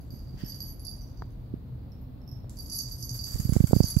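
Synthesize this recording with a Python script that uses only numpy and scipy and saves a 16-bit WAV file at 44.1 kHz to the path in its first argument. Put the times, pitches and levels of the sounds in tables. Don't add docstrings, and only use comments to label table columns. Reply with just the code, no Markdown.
import sys
import numpy as np
from scipy import signal
from scipy.fft import rfft, irfft
from scipy.io import wavfile

SR = 44100
rng = np.random.default_rng(int(sys.argv[2]) if len(sys.argv) > 2 else 0)


def master(y):
    cut = np.clip(np.atleast_2d(y).T, -1, 1)
    pcm = np.round(cut * 32767)
    wavfile.write(sys.argv[1], SR, pcm.astype(np.int16))


N = 176400

# f/Hz, level/dB
RUMBLE_COLOUR = [(12,-19),(22,-28),(32,-12),(42,0.5),(54,-6),(72,-2.5),(100,-8),(122,-0.5),(150,-13.5),(255,-16),(367,-27),(624,-31.5),(1000,-38),(1800,-48.5),(3200,-52.5),(4200,-49),(6500,-68.5),(9500,-67),(12500,-55.5),(16000,-54)]
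# f/Hz, likeness (0 to 1)
RUMBLE_LIKENESS = [(60,1),(130,0.84),(290,0.68),(640,0.11),(1400,0)]
# delay/s, level/dB
WALL_ECHOES = [(.0128,-5),(.021,-8)]
BELL_HZ = [4710, 6250, 11211, 11805]
# width/Hz, level/dB, left minus right/dB
BELL_TONES = [(50, -10.5, -12), (620, -10.5, -13), (24, -6.5, 1.5), (50, -9.5, 2.5)]
# t/s, level of the lower two tones/dB, level of the upper two/dB
ROLL_LEVELS = [(0,-68,-55),(.1,-76,-83),(.13,-58,-60),(.33,-67.5,-73),(.42,-58,-68),(.48,-49,-54),(.7,-58.5,-51.5),(.78,-70,-67),(.84,-58,-56),(.88,-45.5,-50),(.97,-55,-66),(1.15,-71,-78),(1.4,-81,-82),(1.9,-93,-100),
               (2.54,-86,-88),(2.6,-48,-50),(2.68,-58,-51),(2.70,-39,-48),(2.76,-36,-36),(2.85,-44,-55),(3.01,-48.5,-50.5),(3.1,-48.5,-45),(3.17,-46,-47),(3.23,-46,-52),(3.28,-43,-47),(3.35,-46.5,-50),(3.5,-50,-51),(3.7,-53.5,-50),(3.82,-43,-49),(3.845,-40.5,-41),(3.9,-39,-36),(3.96,-48,-60),(4,-42,-33)]
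ROLL_TONE_DB = [-2.5, -14.5, -10, -2]
# f/Hz, level/dB
TICK_COLOUR = [(2500,-45),(3900,-30),(4300,-19),(4600,-3.5),(4950,6),(5300,-3.5),(6300,-5.5),(7000,-14),(9000,-17),(10700,-24),(11800,-12),(13000,-21),(16000,-34)]
# t/s, level/dB
RUB_LEVELS = [(0,-73.5),(2.49,-90.5),(2.5,-63),(2.66,-61),(2.75,-56),(2.86,-61),(3.0,-62.5),(3.12,-58),(3.16,-46.5),(3.23,-61),(3.28,-48.5),(3.36,-44.5),(3.42,-54),(3.5,-49.5),(3.56,-47),(3.63,-49),(3.69,-56),(3.76,-48.5),(3.82,-49),(3.89,-43),(4,-61)]
# f/Hz, level/dB
RUB_COLOUR = [(300,-9),(1500,-6),(2700,-15),(4200,-8),(6000,-3.5),(7300,2),(9000,-7.5),(12000,-3.5),(13500,-16.5),(16000,-4)]
# t/s, level/dB
SNAGS = [(0.39,-57),(2.4956,-44),(2.739,-44),(2.886,-44),(3.267,-37),(3.401,-32),(3.534,-29.5),(3.547,-40.5),(3.6716,-30.5),(3.720,-37),(3.753,-36.5),(3.966,-33.5)]
# t/s, low tone/dB, shell clack/dB, first high tone/dB, second high tone/dB
STRIKES = [(0.105,-46.5,-63,-72,-50),(0.192,-51,-77,-80,-63),(0.271,-52.5,-81,-80,-78),(0.461,-47,-65,-60,-44.5),(0.521,-34,-54,-67,-71),(0.548,-55,-60,-66,-48),
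           (0.604,-32,-46,-57,-36.5),(0.650,-53,-51,-50,-65),(0.681,-73,-51,-54,-53),(0.795,-48.5,-59,-49.5,-62),(0.849,-41,-49,-41,-49),(0.867,-32,-53,-43,-56),
           (1.097,-63,-65,-72,-64),(1.173,-53,-65,-78,-79),(1.306,-74,-68,-68,-76),(2.570,-43.5,-51,-55,-58),(2.587,-40,-52,-44,-52),(2.623,-52,-54,-49,-54),(2.660,-42,-49,-58,-58),
           (2.699,-46,-41,-44,-55),(2.722,-35,-41,-35,-53),(2.758,-29,-55,-32,-46),(2.788,-24,-29,-52,-37),(2.919,-43,-49,-49,-41),(3.026,-32,-34.5,-43,-52),
           (3.093,-32,-33,-58,-52),(3.146,-41.5,-58,-54,-54),(3.191,-28.5,-41,-62,-66),(3.241,-29,-37,-44,-45),(3.384,-38,-57,-56,-46),(3.489,-46,-58,-45,-49),
           (3.605,-62,-70,-49,-59),(3.760,-37.5,-41,-46,-37),(3.834,-26,-30,-52,-49),(3.850,-35,-37.5,-41,-35),(3.883,-31.5,-59,-34,-45),(3.900,-45,-43,-31,-46),(3.987,-30,-40,-42,-35)]
# t/s, level/dB, width/s
NUDGES = [(0.139,-23.5,.001),(0.343,-24.5,.001),(0.4378,-16,.001),(1.541,-14,.0009),(3.351,-15,.0028),(3.557,-16,.001),(3.699,-17,.002),(3.711,-18,.0005),(3.7545,-15,.0012)]
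# f/Hz, width/Hz, level/dB, left minus right/dB
SECOND_BELL_TONES = [(4760,30,-1,-11),(11880,90,-16,2),(13020,70,-21,5)]
# t/s, level/dB
SECOND_STRIKES = [(.192,-64),(.29,-63),(.411,-57),(.521,-48),(.604,-49),(.85,-48),(1.173,-66),(1.216,-68),(1.449,-76),(1.789,-78)]
# t/s, level/dB
BRUSH_LEVELS = [(.33,-86),(.385,-58),(.405,-52.5),(.45,-58.5),(.5,-64),(.72,-72.5),(.9,-89)]
# f/Hz, level/dB
BRUSH_COLOUR = [(500,-22),(1350,-4.5),(1850,3.5),(2400,-8),(3100,1),(3800,-9),(5000,-1),(8000,-18.5),(16000,-11)]
# f/Hz, width/Hz, level/dB, left minus right/dB
BELL_AND_SQUEAK_TONES = [
    [(5350, 70, -1.5, -11), (12930, 64, -8.5, 6.5)],
    [(5870, 74, -7, -8), (14050, 110, -13, 11)],
    [(9220, 300, -6.5, 5)],
    [(11930, 80, -3, 1), (14280, 90, -5, 4)],
]
# t/s, level/dB, which one (from 0)
BELL_AND_SQUEAK_TIMES = [(0.447,-51,0),(0.85,-58,0),(1.017,-52.5,1),(1.06,-72,1),(1.175,-62,1),(1.919,-64,0),(2.013,-67,3),(2.216,-69.5,0),(2.277,-55,0),(2.314,-54,0),(2.961,-55,2),(2.985,-52,2)]
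# t/s, thud level/dB, tap level/dB
STEPS = [(1.2217,-31,-26),(1.251,-31.5,-61),(1.384,-39,-58),(1.725,-29.5,-73),(2.327,-30,-69),(2.444,-33,-42),(3.11,-28,-70)]
# f/Hz, level/dB
TAP_COLOUR = [(100,-5),(400,8.5),(1000,-4),(1900,-11.5),(2600,-29.5),(4000,-25.5),(8000,-39),(16000,-52)]
# t/s, tug level/dB, push level/dB, tug width/s
BUMPS = [(3.3582,-24,-20,.0005),(3.3981,-22,-11,.0008),(3.4528,-19,-9.5,.0008),(3.4932,-13,-6,.0006),(3.5231,-14,-6.5,.0006),
         (3.565,-5,-3.5,.00045),(3.6045,-6,-2,.0007),(3.641,-6,-2,.0007),(3.7325,1,-3,.00033),(3.7644,-5,-4,.0006),(3.8048,-1,-2,.00045),(3.841,-18,-9,.0004),(3.967,-8,-1.5,.001)]

ROOM_ECHO_S, TREBLE_ECHO_S = 0.44, 0.38
TICK_PAN_DB, FINGER_LEFT_DB = -1, -26.5


def amp(db):
    return 10 ** (np.asarray(db) / 20)


def unit(x):
    return x / np.sqrt(np.mean(x ** 2) + 1e-20)


def pan(db):
    return unit(amp([[db / 2], [-db / 2]]))


def level(points, column=1):
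    points = np.array(points)
    return amp(np.interp(np.arange(N) / SR, points[:, 0], points[:, column]))


def by_pitch(points, size):
    hz, value = np.transpose(points)
    return np.interp(np.log(np.fft.rfftfreq(size, 1 / SR) + 1), np.log(hz + 1), value)


def colour(x, points):
    return irfft(rfft(x) * unit(amp(by_pitch(points, x.shape[-1]))), x.shape[-1])


def add(mix, s, sound):
    part = mix[:, max(round(s * SR), 0):][:, :sound.shape[-1]]
    part += sound[..., :part.shape[1]]


def clicks(per_s, spread_db):
    size = amp(spread_db * np.minimum(rng.exponential(1, N), 4)) * rng.choice([-1, 1], N)
    return size * (rng.random(N) < per_s / SR)


def burst(decay_s):
    t = np.arange(SR // 20) / SR
    return rng.standard_normal((2, len(t))) * np.exp(-t / decay_s)


def echoes(fade_s):
    t = np.arange(SR // 2) / SR
    return unit(rng.standard_normal((2, len(t))) * 1000 ** (-t / fade_s)) / np.sqrt(len(t))


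def room(hz, echo_db=2.5):
    out = amp(echo_db) * echoes(np.interp(hz, [5000, 12000], [ROOM_ECHO_S, TREBLE_ECHO_S]))
    for delay_s, db in WALL_ECHOES:
        out[[0, 1], round(delay_s * SR) + rng.integers(0, 20, 2)] += amp(db)
    out[:, 0] += 1
    return out


def ring(hz, width, db, pan_db):
    tone = signal.lfilter(*signal.iirpeak(hz, hz / width, fs=SR), room(hz))
    band_hz = [hz - width - 300, hz + 650]
    tone = signal.lfilter(*signal.butter(2, band_hz, "band", fs=SR), tone)
    start_strength = np.sqrt(np.mean(tone[:, :SR // 40] ** 2, axis=1, keepdims=True))
    return amp(db) * pan(pan_db) * tone / start_strength


def rumble(db=-40.5):
    left, unrelated = rfft(rng.standard_normal((2, N)))
    likeness = np.clip(by_pitch(RUMBLE_LIKENESS, N), -1, 1)
    right = likeness * left + np.sqrt(1 - likeness ** 2) * unrelated
    noise = irfft(np.array([left, right]), N)
    return amp(db) * unit(colour(noise, RUMBLE_COLOUR))


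def rolling_pellet(chatter_db=-7.5):
    touches = clicks(per_s=170, spread_db=3.5)[None]
    chatter = colour(signal.fftconvolve(touches, room(BELL_HZ[0]), axes=1)[:, :N], TICK_COLOUR)
    out = unit(chatter) * pan(TICK_PAN_DB) * amp(chatter_db) * level(ROLL_LEVELS)
    for k, (hz, (width, _, pan_db)) in enumerate(zip(BELL_HZ, BELL_TONES)):
        shimmer = unit(signal.fftconvolve(touches, ring(hz, width, 0, 0), axes=1)[:, :N])
        out += shimmer * pan(pan_db) * amp(ROLL_TONE_DB[k]) * level(ROLL_LEVELS, column=1 + k // 2)
    return out


def cloth_rustle(echo_db=2.5):
    grains = unit(np.array([clicks(per_s=1500, spread_db=4) for _ in range(2)]))
    snags = np.zeros((2, N))
    for s, db in SNAGS:
        add(snags, s, amp(db) * burst(decay_s=0.0024))
    snags += amp(echo_db) * signal.fftconvolve(snags, echoes(TREBLE_ECHO_S), axes=1)[:, :N]
    return pan(db=-1.5) * colour(grains * level(RUB_LEVELS) + snags, RUB_COLOUR)


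def main_bell(tick_db=-3.5):
    tones, ticks = np.zeros((2, N)), np.zeros((2, N))
    for s, *levels in STRIKES:
        clack_db = levels[1]
        add(ticks, s, amp(clack_db + tick_db) * burst(decay_s=0.007))
        for hz, tone, db in zip(BELL_HZ, BELL_TONES, levels):
            add(tones, s, amp(db) * ring(hz, *tone))
    return tones + pan(TICK_PAN_DB) * colour(ticks, TICK_COLOUR)


def finger_nudges():
    out, t = np.zeros((2, N)), np.arange(-SR // 100, SR // 100) / SR
    for s, db, width_s in NUDGES:
        add(out, s + t[0], amp(db) * t / width_s * np.exp(-.5 * (t / width_s) ** 2))
    return amp([[FINGER_LEFT_DB], [0]]) * out


def second_bell():
    out = np.zeros((2, N))
    for s, db in SECOND_STRIKES:
        add(out, s, amp(db) * sum(ring(*tone) for tone in SECOND_BELL_TONES))
    return out


def soft_swish():
    return colour(rng.standard_normal((2, N)), BRUSH_COLOUR) * level(BRUSH_LEVELS)


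def other_bells_and_squeak():
    out = np.zeros((2, N))
    for s, db, which in BELL_AND_SQUEAK_TIMES:
        for tone in BELL_AND_SQUEAK_TONES[round(which)]:
            add(out, s, amp(db) * ring(*tone))
    return out


def paw_steps(floor_hz=122.5, fade_s=0.24):
    thuds, taps, t = np.zeros((2, N)), np.zeros((2, N)), np.arange(SR // 4) / SR
    boom = np.sin(2 * np.pi * floor_hz * t) * 1000 ** (-t / fade_s)
    for s, thud_db, tap_db in STEPS:
        add(thuds, s, amp(thud_db) * boom)
        add(taps, s, amp(tap_db) * burst(decay_s=0.0016))
    return thuds + colour(taps, TAP_COLOUR)


def finger_bumps(push_delay_s=0.0025, push_s=0.0013, crack_db=-28, crack_top_hz=2600, low_cut_hz=56):
    out, cracks = np.zeros((2, N)), np.zeros((2, N))
    t = np.arange(-SR // 100, SR // 100) / SR
    for s, tug_db, push_db, tug_s in BUMPS:
        tug = amp(tug_db) / np.cosh(t / tug_s)
        push = amp(push_db) * np.exp(-.5 * ((t - push_delay_s) / push_s) ** 2)
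        add(out, s + t[0], push - tug)
        add(cracks, s, amp(push_db + crack_db) * burst(decay_s=0.002))
    out += signal.lfilter(*signal.butter(2, crack_top_hz, fs=SR), cracks)
    out = signal.lfilter(*signal.butter(2, low_cut_hz, "high", fs=SR), out)
    return amp([[FINGER_LEFT_DB], [0]]) * out


def scene():
    high_sounds = main_bell() + second_bell() + other_bells_and_squeak() + rolling_pellet()
    finger = finger_bumps() + finger_nudges()
    return high_sounds + finger + paw_steps() + cloth_rustle() + soft_swish() + rumble()


def record(dry, low_cut_hz=8.3, high_cut_hz=15720):
    hz = np.fft.rfftfreq(N, 1 / SR) + 1
    bass_trimmed = irfft(rfft(dry) / np.sqrt(1 + (low_cut_hz / hz) ** 10), N)
    treble_filter = signal.firwin(1023, high_cut_hz, window=("kaiser", 9), fs=SR)
    return signal.oaconvolve(bass_trimmed, treble_filter[None], "same", axes=1)


dry = scene()
out = record(dry)
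master(out)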